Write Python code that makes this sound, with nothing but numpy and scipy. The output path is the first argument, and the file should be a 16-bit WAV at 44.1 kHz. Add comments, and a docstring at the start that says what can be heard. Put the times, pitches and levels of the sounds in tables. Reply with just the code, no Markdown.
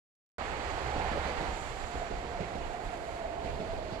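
"""Metro train below a fence

Stereo microphone at the fence; the sound cuts in abruptly as a train leaves a cutting to the right.
Wheels roar on the rails, rail ripple sings a sinking note, axle pairs knock over a joint, cars rumble.
The bright roar drops as the front goes behind a wall, while the hiss swells for a moment."""
import sys
import numpy as np
from scipy import signal
from scipy.fft import rfft, irfft
from scipy.io import wavfile

SR = 44100
rng = np.random.default_rng(int(sys.argv[2]) if len(sys.argv) > 2 else 0)


def to_wav(sig):
    """Store sig (one row per channel, or 1-D mono) as 16-bit WAV at the path in sys.argv[1].

    Samples outside -1..1 are clipped; the rate is SR.
    """
    pcm = np.clip(np.atleast_2d(sig), -1, 1) * 32767
    pcm = np.round(pcm).astype(np.int16)
    wavfile.write(sys.argv[1], SR, pcm.T)  # frames by channels


N = 176400

# rolling noise at the fence: t/s, then relative level/dB of roar, rush, hiss, top
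ROLLING_LEVELS = [(0.4, -43.5, -55, -62, -76), (0.74, -44.5, -53, -60.5, -73.5),
                  (1.1, -42, -52.5, -61.5, -72.5), (1.48, -43.5, -52.5, -61, -72),
                  (1.58, -47, -55, -58.5, -71), (2.35, -49.5, -58.5, -66, -78),
                  (3.08, -50.5, -59.5, -64.5, -73), (3.38, -51.5, -60.5, -68.5, -79),
                  (3.47, -51.5, -57.5, -66, -75), (4, -52, -58, -69, -77.5)]
# spectra of those four bands: f/Hz, relative level/dB
ROAR_SPECTRUM = [(400, -17.5), (850, -2.5), (1150, 0), (1600, -1), (2100, -2), (2700, -8.5), (3500, -15.5),
                 (6000, -37.5), (14000, -78)]
RUSH_SPECTRUM = [(1800, -7), (3000, 0.5), (3700, -0.5), (4500, 0.5), (5300, -9), (6200, -11), (8000, -31),
                 (14000, -65)]
HISS_SPECTRUM = [(4000, -29), (5700, -8), (6500, -2), (7200, 1.5), (7800, -1.5), (8600, -9), (11000, -28),
                 (14000, -55)]
TOP_SPECTRUM = [(7000, -20), (9000, 4), (10200, 5.5), (12000, -1.5), (13300, -7.5), (14200, -19),
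                (15000, -36)]
# rail ripple: t/s, near wheels f/Hz, near wheels level/dB, far wheels level/dB
RIPPLE_NOTE = [(.4, 765.1, -54, -39), (.8, 764.5, -54, -40), (1.0, 780, -55, -36),
               (1.45, 763.7, -43.5, -39.5), (1.69, 759.5, -51, -49), (1.78, 758, -41.5, -46),
               (1.91, 703, -48.5, -51), (2.02, 706, -39, -44.5), (2.2, 697.6, -43, -46.5),
               (2.5, 704, -43.5, -46), (2.85, 711.2, -41.5, -45.5), (3.08, 679, -38.5, -52),
               (3.4, 679, -37.5, -43), (3.55, 670.8, -41.5, -50.5), (3.8, 655, -38, -48),
               (4, 646, -40.5, -49)]
# passing cars: t/s, rumble level/dB, body level/dB
CAR_LEVELS = [(.4, -42.5, -41.5), (.75, -39, -40), (1.1, -38, -38), (1.5, -39.5, -39), (1.7, -42.5, -44),
              (2.0, -41.5, -42), (2.5, -40, -42), (3.1, -45.5, -42), (3.65, -38, -40), (4, -44.5, -42)]
# spectra of car rumble, drumming body and joint knock: f/Hz, relative level/dB
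RUMBLE_SPECTRUM = [(10, -23), (25, 4), (45, -1), (68, 1.5), (88, -8), (120, -9), (170, -17.5), (500, -63)]
BODY_SPECTRUM = [(60, -26), (130, -7.5), (240, -4), (330, -1.5), (420, 2), (600, -0.5), (900, -4),
                 (1150, -15.5), (2800, -72)]
KNOCK_SPECTRUM = [(30, -6), (70, 2), (125, -0.5), (195, -1.5), (280, -6), (450, 0.5), (800, -12),
                  (1200, -20.5), (2300, -20), (4200, -25), (8000, -39), (15000, -75)]
# axles over the rail joint: t/s, relative level/dB of knock and of thud
AXLE_CROSSINGS = [(.961, 0.5, 1.5), (1.114, -2.5, 2), (1.251, -1, -1.5), (1.405, -0.5, -1),
                  (1.944, -6.5, -2.5), (2.103, -2, -4.5), (2.244, -5, -2), (2.403, -1, 6.5),
                  (2.552, -2.5, -4), (2.858, -7, -7.5), (3.445, -3, 0.5), (3.598, -4, -1.5), (3.921, -4, 0)]
# running gear clanks: t/s, f/Hz, peak level/dB
GEAR_CLANKS = [(.998, 770, -21.5), (1.155, 560, -28), (1.174, 554, -26.5), (2.018, 680, -27),
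               (2.39, 555, -28), (3.458, 688, -29)]
# flange rasps: t/s, centre f/Hz, level/dB
FLANGE_RASPS = [(1.025, 2058, -41), (2.44, 2180, -42.5), (2.64, 2610, -48), (3.485, 2440, -46),
                (3.94, 4550, -52)]
# high wheel ring: t/s, level/dB
WHEEL_RING_LEVELS = [(1.4, -76), (1.55, -56), (1.72, -60), (1.86, -60), (2.05, -63), (2.3, -76)]
# spectrum of the sizzle: f/Hz, relative level/dB
SIZZLE_SPECTRUM = [(8000, -14), (10500, 2), (15000, -1)]
# likeness of the two microphone ports: f/Hz, coherence/0-1
PORT_COHERENCE = [(25, 0.45), (70, 0.48), (140, 0.97), (280, 1), (450, 0.9), (720, 0.65), (1000, 1),
                  (1250, 0.32), (4800, 0.27), (7000, 0.074)]
# left port against right: f/Hz, level/dB
LEFT_SHADING = [(60, -5.5), (200, -5), (400, -6), (700, -5), (950, -5), (1200, -13), (2200, -14),
                (4300, -11), (5700, -4.5), (7300, -16.5), (10000, -12), (12000, -8), (13500, -1)]
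# left port behind right: f/Hz, lag/s
LEFT_LAG = [(80, .0008), (260, .00022), (430, .0002), (640, .00027), (1100, .00015), (1550, .00027),
            (3000, .00041)]

TIME = np.arange(N) / SR
BIN_HZ = np.arange(N // 2 + 1) * SR / N


def undb(db):
    return 10 ** (np.asarray(db) / 20)


def curve(table, column):
    """One column of a table, joined by straight lines in time."""
    rows = np.array(table)
    return np.interp(TIME, rows[:, 0], rows[:, column])


def per_bin(points):
    """Points joined on a log-frequency axis."""
    hz, value = np.array(points).T
    return np.interp(np.log(np.maximum(BIN_HZ, 1)), np.log(hz), value)


def unit_rms(x):
    return x / np.sqrt(np.mean(x ** 2))


def noise(spectrum):
    """Two unrelated noises of one colour, rms 1."""
    white = rfft(rng.standard_normal((2, N)))
    return unit_rms(irfft(white * undb(per_bin(spectrum)), N))


def wander(rate_hz):
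    """A smooth random drift, rms 1, strongest near rate_hz."""
    ratio = BIN_HZ / rate_hz
    return unit_rms(irfft(rfft(rng.standard_normal(N)) * ratio / (1 + ratio ** 3), N))


def resonance(hz, width_hz):
    """Two unrelated noises in a band around a steady or moving centre, rms 1."""
    lowpass = signal.butter(2, width_hz / 2, fs=SR, output="sos")
    slow = signal.sosfilt(lowpass, rng.standard_normal((2, 2, N)))
    phase = 2 * np.pi * np.cumsum(np.broadcast_to(hz, N)) / SR
    return unit_rms(slow[0] * np.cos(phase) + slow[1] * np.sin(phase))


def swell(at_s, spread_s):
    """A smooth rise and fall around one moment."""
    return np.exp(-.5 * ((TIME - at_s) / spread_s) ** 2)


def struck_note(at_s, hz, rise_cycles):
    """A sine whose envelope builds to 1 over rise_cycles and dies away."""
    cycles = np.maximum(TIME - at_s, 0) * hz
    return np.sin(2 * np.pi * cycles) * cycles / rise_cycles * np.exp(1 - cycles / rise_cycles)


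def rolling():
    """Steel rolls on steel below the fence: four bands flutter together and flicker alone."""
    bands = (ROAR_SPECTRUM, 6.5), (RUSH_SPECTRUM, 6), (HISS_SPECTRUM, 5.5), (TOP_SPECTRUM, 5)
    flutter_db = 0.56 * wander(4.8)
    out = 0
    for column, (spectrum, gain_db) in enumerate(bands, start=1):
        level_db = gain_db + curve(ROLLING_LEVELS, column) + flutter_db
        out += noise(spectrum) * undb(level_db + 0.49 * wander(30))
    return out


def rail_ripple():
    """On rippled rail the nearest wheels sing a sinking note; those farther off blur into a band."""
    near_hz = curve(RIPPLE_NOTE, 1) * (1 + 0.0081 * wander(5.4))
    near = resonance(near_hz, width_hz=48.6) * undb(curve(RIPPLE_NOTE, 2))
    far = resonance(768.6, width_hz=263) * undb(curve(RIPPLE_NOTE, 3))
    return (near + far) * undb(0.62 * wander(28))


def cars():
    """Car bodies rumble and drum as the track jolts them."""
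    jolt_db = 0.96 * wander(27)
    rumble = noise(RUMBLE_SPECTRUM) * undb(curve(CAR_LEVELS, 1) + 2.6 * wander(6.1))
    body = noise(BODY_SPECTRUM) * undb(curve(CAR_LEVELS, 2) + jolt_db)
    return rumble + body


def whine():
    """A thin whine, probably the drive, sinks as the front car passes the microphone."""
    passing_s, sag_hz_per_s = 1.65, 310
    hz = 5830 - sag_hz_per_s * (TIME - passing_s)
    return resonance(hz, width_hz=64) * undb(-68) * swell(passing_s, spread_s=0.91)


def boom():
    """A low, wavering note swells as the front car draws near."""
    hz = 67.6 + 3.3 * wander(6.9)
    note = unit_rms(np.sin(2 * np.pi * np.cumsum(hz) / SR))
    return note * undb(-42.5 + 2 * wander(7.4)) * swell(at_s=1.14, spread_s=0.18)


def rail_joint():
    """An axle's wheels hit the joint in turn: two dull knocks, each with a thud and a short rattle."""
    attack_s, knock_decay_s, rattle_decay_s = 0.0054, 0.0038, 0.047
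    second_wheel_lag_s, second_wheel_db = 0.018, -7.5
    power, thuds = np.zeros(N), np.zeros(N)
    for start, knock_db, thud_db in AXLE_CROSSINGS:
        for at, wheel_db in ((start, 0), (start + second_wheel_lag_s, second_wheel_db)):
            age = np.maximum(TIME - at, 0)
            attack = np.minimum(age / attack_s, 1)
            decay = np.exp(-age / knock_decay_s) + undb(-3.5) * np.exp(-age / rattle_decay_s)
            power += (undb(knock_db + wheel_db) * attack * decay) ** 2
            thud_hz = 197 * (1 + 0.11 * rng.standard_normal())
            thuds += undb(thud_db + wheel_db) * struck_note(at, thud_hz, rise_cycles=0.52)
    knocks = undb(-30.5) * np.sqrt(power) * noise(KNOCK_SPECTRUM)
    return knocks + undb(-34) * np.array([thuds, np.zeros(N)])  # thuds take the direct path only


def clanks():
    """Jolted running gear rings briefly, heard by the direct path only."""
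    rings = sum(undb(db) * struck_note(at, hz, rise_cycles=1.8) for at, hz, db in GEAR_CLANKS)
    return np.array([rings, np.zeros(N)])


def flanges():
    """Flanges brush the rail in short rasps."""
    return sum(resonance(hz, width_hz=650) * undb(db) * swell(at, spread_s=0.017)
               for at, hz, db in FLANGE_RASPS)


def wheel_ring():
    """The leading wheels ring in a high, metallic band as they go by."""
    return resonance(7220, width_hz=320) * undb(curve(WHEEL_RING_LEVELS, 1))


def sizzle():
    """A faint, very high sizzle goes by, perhaps a shoe on the power rail."""
    return noise(SIZZLE_SPECTRUM) * undb(-69) * swell(at_s=3.04, spread_s=0.13)


def scene():
    """The microphone's right port faces the train; the left hears it later, shaded, with reflections."""
    train = rail_ripple() + rolling() + cars() + rail_joint() + clanks()
    train += boom() + flanges() + wheel_ring() + whine()
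    direct, scattered = rfft(train)
    coherence = np.clip(per_bin(PORT_COHERENCE), 0, 1)
    delay = np.exp(-2j * np.pi * BIN_HZ * per_bin(LEFT_LAG))
    left = coherence * delay * direct + np.sqrt(1 - coherence ** 2) * scattered
    return irfft(np.array([left * undb(per_bin(LEFT_SHADING)), direct]), N)


def record(dry):
    """The sound cuts in abruptly, and a steep low-pass takes off the highest treble."""
    cut_in_s, cutoff_hz = 0.383, 14900
    gate = np.where(TIME < cut_in_s, undb(-73), 1)
    lowpass = signal.ellip(8, .2, 80, cutoff_hz, fs=SR, output="sos")
    return signal.sosfilt(lowpass, dry * gate)


dry = scene()
out = record(dry)
to_wav(out)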